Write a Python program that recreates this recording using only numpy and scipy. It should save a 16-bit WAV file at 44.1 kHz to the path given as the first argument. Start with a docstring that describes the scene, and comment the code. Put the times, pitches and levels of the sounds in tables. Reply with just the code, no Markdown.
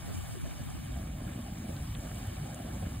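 """A deep rumble and churning gurgle under a steady hiss: a small geyser boils some way off on open ground.
Steam bubbles rumble and churn in the vent, water sloshes over its rim, and the jet and its spray hiss;
these are noise and random impulses, shaped in spectrum and level and heard by two closely spaced microphones.
Big bubbles thump and slaps of water plop as short tones; near drops tick on the crust as bursts of noise.
At first a breeze makes the bass wide; then the bass narrows to mono. Now and then the gurgle swings wide."""
import sys
import numpy as np
from scipy import signal
from scipy.fft import rfft, irfft
from scipy.io import wavfile

SR = 44100
rng = np.random.default_rng(int(sys.argv[2]) if len(sys.argv) > 2 else 0)


def transcribe(u):
    """Save the signal u as a 16-bit wav file named by the first command-line argument.

    u: samples, shape (n,) or (channels, n), limited to [-1, 1]; the rate is SR.
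    q: integer samples, one column per channel.
    """
    v = np.clip(np.atleast_2d(u).T, -1, 1)
    q = np.round(v * 32767).astype(np.int16)
    wavfile.write(sys.argv[1], SR, q)


N = 132300  # samples, three seconds
FRAME = 512  # samples in each short-time spectrum of the water


def gain_of(db):
    """Decibel law: 20 dB is a factor of ten in amplitude."""
    return 10 ** (np.asarray(db) / 20)


def evened(x):
    """Power normalisation: scales to an rms of one."""
    return x / np.sqrt(np.mean(x ** 2) + 1e-20)


def read(points, hz):
    """Logarithmic frequency scale: interpolates a table evenly in pitch."""
    f, value = np.transpose(points)
    return np.interp(np.log(hz + 1), np.log(f + 1), value)


def level(table, order=1):
    """Amplitude envelope: one dB column of a time table as a gain for every sample."""
    columns = np.transpose(table)
    return gain_of(np.interp(np.arange(N) / SR, columns[0], columns[order]))


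def add(mix, s, sound):
    """Superposition: adds a sound to the mix from time s in seconds."""
    part = mix[max(round(s * SR), 0):][:len(sound)]
    part += sound[:len(part)]


def patches(width_hz, length_s):
    """Correlated fluctuation: white noise smoothed over frequency and time into swelling patches."""
    z = np.fft.rfft2(rng.standard_normal((FRAME // 2 + 1, 4 * N // FRAME + 8)))
    across = np.fft.fftfreq(len(z), SR / FRAME)[:, None] * width_hz
    along = np.linspace(0, 2 * SR / FRAME, z.shape[1]) * length_s
    smoothing = 1 / (1 + (2 * across) ** 2) / np.sqrt(1 + (2 * along) ** 4)
    return evened(np.fft.irfft2(z * smoothing))


def bursts_and_rush(per_s, spread_db, grain_share):
    """Shot noise: random impulses of uneven size over Gaussian noise, shared out by power."""
    happens = rng.random(N) < per_s / SR
    size = gain_of(spread_db * np.minimum(rng.exponential(1, N), 4)) * happens
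    bursts = evened(size * rng.choice([-1., 1.], (2, N)))
    rush = rng.standard_normal((2, N))
    share = np.clip(grain_share, 0, 1)
    return np.sqrt(share) * bursts + np.sqrt(1 - share) * rush


# Likeness of left and right. Each row: frequency in Hz, likeness from 0 to 1.
LIKENESS = [(30, .92), (70, .84), (220, .8), (320, .8), (430, .45), (560, .35), (800, .78), (1030, .3),
            (1250, .72), (1750, .8), (2300, .78), (2800, .45), (3700, .66), (4500, .3), (5300, .995),
            (6100, .995), (6800, .8), (7700, .995), (9000, .995), (10200, .8), (11100, .995), (12400, .995),
            (13200, .75), (14300, .995)]
# Phase between left and right. Each row: frequency in Hz, lead of the left in radians.
LEFT_LEAD = [(60, 0), (310, 0), (500, -2.6), (640, -.5), (960, -1.7), (1100, .3), (1650, .5), (2000, 1.3),
             (2650, 1.8), (2950, .1), (4400, .1), (4700, 2.5), (5300, 3.1), (6150, 3.2), (6450, 4.2),
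             (7300, 5), (7700, 6.2), (9100, 6.35), (10400, 8), (11200, 9.35), (12400, 9.5), (14200, 12.5),
             (15500, 12.6)]
# Level difference of left and right. Each row: frequency in Hz, left minus right in dB.
LEFT_MINUS_RIGHT = [(60, -0.5), (330, 1), (500, -3.5), (850, 0), (1050, -7), (1400, -1.5), (2600, 0),
                    (2950, 2.5), (3400, 0.5), (4800, -0.5), (6400, 0), (15000, 0)]


def stereo_pair(a, b, hz):
    """Stereo likeness: two independent spectra blend into partly alike, offset left and right."""
    same = np.clip(read(LIKENESS, hz), 0, 1)
    tilt = gain_of(read(LEFT_MINUS_RIGHT, hz) / 2)
    right = (same * a + np.sqrt(1 - same ** 2) * b) * np.exp(-1j * read(LEFT_LEAD, hz))
    return np.array([a * tilt, right / tilt])


def water(spectrum, per_s, spread_db, grain_share, patchy_db, width_hz, length_s):
    """Stochastic superposition: small bursts over a rush, swelling in patches, in left and right."""
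    x = bursts_and_rush(per_s, spread_db, grain_share)
    overlap = FRAME - FRAME // 4
    z = signal.stft(x, nperseg=FRAME, noverlap=overlap)[2]
    z = z * gain_of(patchy_db * patches(width_hz, length_s)[:, :z.shape[2]])
    patchy = signal.istft(z, nperseg=FRAME, noverlap=overlap)[1][:, :N]
    a, b = rfft(patchy)
    hz = np.fft.rfftfreq(N, 1 / SR)
    pair = stereo_pair(a, b, hz)
    return evened(irfft(pair * gain_of(read(spectrum, hz)), N))


# Deep rumble spectrum. Each row: frequency in Hz, relative density in dB per Hz.
RUMBLE_SPECTRUM = [(15, -28), (30, -17), (48, -1), (70, -0.5), (97, -1.5), (140, -5.5), (220, -19.5),
                   (400, -54), (900, -53.5)]
# Churning bubble spectrum. Each row: frequency in Hz, relative density in dB per Hz.
CHURN_SPECTRUM = [(60, -22), (110, -1), (160, 1), (240, 0.5), (300, -4.5), (370, -11.5), (450, -19),
                  (600, -14), (1000, -41)]
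# Boiling strength. Each row: time in seconds, relative churn level in dB, relative rumble level in dB.
BOILING_LEVEL = [(0, -48, -46.5), (.12, -51, -45), (.25, -62, -43), (.42, -55, -49), (.6, -49, -48),
                 (.8, -48, -43.5), (1, -43, -42), (1.18, -46.5, -42), (1.27, -39, -43),
                 (1.35, -42.5, -48.5), (1.5, -44, -43.5), (1.7, -41.5, -43.5), (1.92, -46, -41),
                 (2.05, -42, -45), (2.25, -45.5, -41.5), (2.55, -43, -46), (2.85, -41.5, -41.5),
                 (3, -44.5, -41)]


def boiling():
    """Bubble noise: steam bubbles add up to a deep rumble with a churning gurgle above it."""
    rumble = water(RUMBLE_SPECTRUM, per_s=200, spread_db=1.5, grain_share=0.36,
                   patchy_db=-1.0, width_hz=230, length_s=0.2)
    churn = water(CHURN_SPECTRUM, per_s=200, spread_db=0.5, grain_share=0.56,
                  patchy_db=0.5, width_hz=990, length_s=0.068)
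    deep = gain_of(2.5) * rumble * level(BOILING_LEVEL, order=2)
    return deep + gain_of(-0.7) * churn * level(BOILING_LEVEL)


# Big steam bubbles. Each row: start in seconds, pitch in Hz, length in seconds, peak level in dB.
BIG_BUBBLES = [(0.164, 82, 0.054, -34), (0.825, 152, 0.04, -38.5), (0.988, 102.4, 0.072, -38.5),
               (1.076, 233, 0.032, -39), (1.25, 108, 0.03, -33.5), (1.63, 217, 0.037, -35),
               (1.869, 62, 0.073, -42), (2.267, 92, 0.039, -31), (2.391, 146, 0.051, -31.5),
               (2.648, 210, 0.028, -37), (2.804, 90.6, 0.083, -36.5)]


def thumps(rise=0.083):
    """Bubble pulsation: a big steam bubble swells and collapses as a tone rising by a small fraction."""
    out = np.zeros(N)
    for start, hz, length, db in BIG_BUBBLES:
        u = np.arange(0, length, 1 / SR) / length  # progress from 0 to 1
        turns = np.cumsum(hz * (1 + rise * (u - .5))) / SR + rng.random()
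        swell = np.sin(np.pi * u ** 1.23)
        add(out, start, gain_of(db) * swell * np.sin(2 * np.pi * turns))
    return out


# Slosh spectrum. Each row: frequency in Hz, relative density in dB per Hz.
SLOSH_SPECTRUM = [(150, -4.5), (330, -8.5), (480, -2), (630, 1), (790, 1), (930, -17.5), (1300, -15),
                  (3000, -34)]
# Slosh strength. Each row: time in seconds, relative level in dB.
SLOSHING = [(0, -57.5), (.09, -51), (.18, -58.5), (.29, -51), (.39, -55), (.46, -55), (.6, -57.5),
            (.8, -57), (.96, -57.5), (1.15, -55.5), (1.5, -57), (1.7, -54), (1.85, -56), (2.25, -54),
            (2.47, -51.5), (2.9, -53), (3, -60)]


def slosh():
    """Splash noise: water slopping over the rim sounds as patchy mid-band noise."""
    noise = water(SLOSH_SPECTRUM, per_s=200, spread_db=0.6, grain_share=0.42,
                  patchy_db=3.0, width_hz=290, length_s=0.037)
    return gain_of(1.5) * noise * level(SLOSHING)


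# Water slapping back into the pool. Each row: start in seconds, pitch in Hz, relative level in dB.
SLAPS = [(.352, 356, -42), (.442, 623, -44.5), (.455, 273, -41), (.955, 689, -43.5), (1.47, 726, -48),
         (2.32, 347, -43), (2.48, 787, -48), (2.64, 524, -47.5)]
PLOP_RISE_S, PLOP_DECAY_S, PLOP_SCATTER_S = 0.0016, 0.0076, 0.02
PLOP_SPREAD = 0.1  # largest pitch offset, as a fraction


def plops(count=5):
    """Bubble resonance: each slap traps a small cluster of bubbles that ring briefly."""
    out, t = np.zeros(N), np.arange(4096) / SR
    envelope = (1 - np.exp(-t / PLOP_RISE_S)) * np.exp(-t / PLOP_DECAY_S)
    for start, hz, db in SLAPS:
        for k, (late, size) in enumerate(rng.random((count, 2))):
            pitch = hz * (1 + PLOP_SPREAD * (2 * size - 1))
            ring = np.sin(2 * np.pi * pitch * t)
            add(out, start + PLOP_SCATTER_S * (k + late) / count, gain_of(db) * envelope * ring)
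    return out


# Steam jet spectrum. Each row: frequency in Hz, relative density in dB per Hz.
JET_SPECTRUM = [(400, -24), (800, 1.5), (950, -2.5), (1100, -0.5), (1400, -4.5), (1700, -.5), (2000, -7),
                (2300, 0.5), (2650, -8.5), (3000, -3), (3300, -8), (3750, -6.5), (4200, -17.5), (6000, -46),
                (12000, -25)]
# Falling spray spectrum. Each row: frequency in Hz, relative density in dB per Hz.
SPRAY_SPECTRUM = [(2000, -23), (4300, -3), (5400, 3), (6150, -3), (6500, 3.5), (7400, 1.5), (8500, 0.5),
                  (10200, 2.5), (11700, -1.5), (14000, -1.5), (15500, -7)]
# Plume strength. Each row: time in seconds, relative spray level in dB, relative jet level in dB.
PLUME_LEVEL = [(0, -59.5, -55.5), (.16, -55, -54.5), (.4, -58.5, -55.5), (.65, -58.5, -56),
               (1, -60.5, -56.5), (1.16, -63, -59.5), (1.3, -60.5, -55.5), (1.52, -61, -57.5),
               (1.75, -59, -56), (2, -59, -56), (2.23, -57, -54.5), (2.42, -60, -56), (2.7, -60, -56),
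               (3, -60, -56)]


def plume():
    """Turbulence and impact noise: the steam jet rushes and its spray patters down as a fine fizz."""
    jet = water(JET_SPECTRUM, per_s=450, spread_db=1.3, grain_share=0.28,
                patchy_db=1.63, width_hz=370, length_s=0.026)
    spray = water(SPRAY_SPECTRUM, per_s=2300, spread_db=2.5, grain_share=0.33,
                  patchy_db=1.42, width_hz=1250, length_s=0.032)
    rush = gain_of(2.5) * jet * level(PLUME_LEVEL, order=2)
    return rush + gain_of(4.5) * spray * level(PLUME_LEVEL)


# Near drops. Each row: middle in seconds, pitch in Hz, bandwidth in octaves, peak level in dB.
NEAR_DROPS = [(.6395, 9400, 0.11, -45), (.7015, 8500, 0.17, -46), (0.849, 8950, 0.18, -45),
              (1.7655, 3300, .35, -41), (1.951, 2930, 0.32, -36.5), (2.116, 1690, 0.33, -40),
              (2.146, 7600, 0.11, -39.5), (2.2703, 9900, 0.55, -36), (2.5457, 8040, 0.24, -32.5)]
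DROP_DECAY_S, SPLASH_DB, SPLASH_DECAY_S = 0.00069, -24, 0.005


def drops():
    """Impact noise: each near drop is a band of fast-decaying noise, a bright tick and a tiny splash."""
    out, t = np.zeros(N), np.arange(2048) / SR
    hz = np.fft.rfftfreq(len(t), 1 / SR)
    envelope = np.exp(-t / DROP_DECAY_S) + gain_of(SPLASH_DB) * np.exp(-t / SPLASH_DECAY_S)
    for middle, pitch, octaves, db in NEAR_DROPS:
        band = np.exp(-.5 * (np.log2((hz + 1) / pitch) / octaves) ** 2)
        burst = envelope * rng.standard_normal(len(t))
        tick = np.fft.fftshift(irfft(band * rfft(burst)))  # onset moved to the middle
        add(out, middle - t[-1] / 2, gain_of(db) * tick / abs(tick).max())
    return out


# Breeze spectrum. Each row: frequency in Hz, relative density in dB per Hz.
WIND_SPECTRUM = [(15, -18), (50, 5.5), (140, 6), (260, -1.5), (450, -8.5), (750, -23), (1500, -40)]
# Breeze strength. 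Each row: time in seconds, relative level in dB.
BREEZE_LEVEL = [(0, -52), (.09, -40), (.28, -44.5), (.45, -39), (.6, -45), (.69, -40), (.78, -44.5),
                (.93, -41), (1.15, -52), (1.5, -65)]


def wind():
    """Turbulent pressure: a lumpy breeze buffets the microphones in opposite polarity, then drops."""
    left, right = water(WIND_SPECTRUM, per_s=120, spread_db=0.5, grain_share=0.31,
                        patchy_db=2.5, width_hz=1300, length_s=0.015)
    return evened(left + right) * level(BREEZE_LEVEL) * np.array([[1], [-1]])


def scene():
    """Superposition: vent, plume and breeze, with the thumps, plops and drops in the centre."""
    return boiling() + slosh() + plume() + wind() + thumps() + plops() + drops()


# Wide moments of the gurgle. Each row: middle in seconds, length in seconds, centre in Hz, width in octaves.
WIDE_MOMENTS = [(0.146, 0.038, 507, 0.33), (.22, 0.033, 530, .8), (.26, 0.043, 355, 0.76),
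                (0.404, 0.068, 570, 1.1), (0.698, 0.091, 463, 0.79), (0.804, 0.044, 347, 0.51),
                (0.87, 0.1, 430, 0.64), (.885, 0.025, 740, 0.83), (1.428, 0.037, 430, 0.76),
                (1.874, 0.08, 490, 0.75), (2.343, 0.042, 543, 0.98), (2.412, 0.039, 577, 0.5)]
# Corner below which the bass is mono. Each row: time in seconds, frequency in Hz.
MONO_CORNER = [(.72, 12), (.8, 170), (.92, 308)]


def width(stereo, size=1024, steepness=6, leak_db=-54, kept_db=-19, swing_db=-1.5):
    """Mid-side stereo: the gurgle briefly moves from centre to sides; the bass narrows to mono."""
    overlap = size - size // 4
    hz, t, (left, right) = signal.stft(stereo, SR, nperseg=size, noverlap=overlap)
    mid, side, hz = (left + right) / 2, (left - right) / 2, hz[:, None] + 1
    wide = 0
    for middle, length, centre, octaves in WIDE_MOMENTS:
        in_time = (2 * (t - middle) / length) ** 4
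        in_pitch = (2 * np.log2(hz / centre) / octaves) ** 4
        wide = wide + np.exp(-in_time - in_pitch)
    kept = gain_of(kept_db * np.minimum(wide, 1))
    moved = gain_of(swing_db) * mid * np.sqrt(np.maximum(1 - kept ** 2, 0))
    mid, side = mid * kept, side + moved
    corner = np.interp(t, *np.transpose(MONO_CORNER))
    high_pass = 1 / np.sqrt(1 + abs(corner / hz) ** (2 * steepness))
    side = side * (gain_of(leak_db) + high_pass)
    return signal.istft(np.array([mid + side, mid - side]), nperseg=size, noverlap=overlap)[1][:, :N]


EDGE_HZ = 15750  # upper limit of the treble


def record(dry):
    """Linear-phase filtering: the shifting stereo width, then a steep upper band limit."""
    low_pass = signal.firwin(511, EDGE_HZ, window=("kaiser", 9), fs=SR)
    return signal.oaconvolve(width(dry), low_pass[None], "same")


dry = scene()
out = record(dry)
transcribe(out)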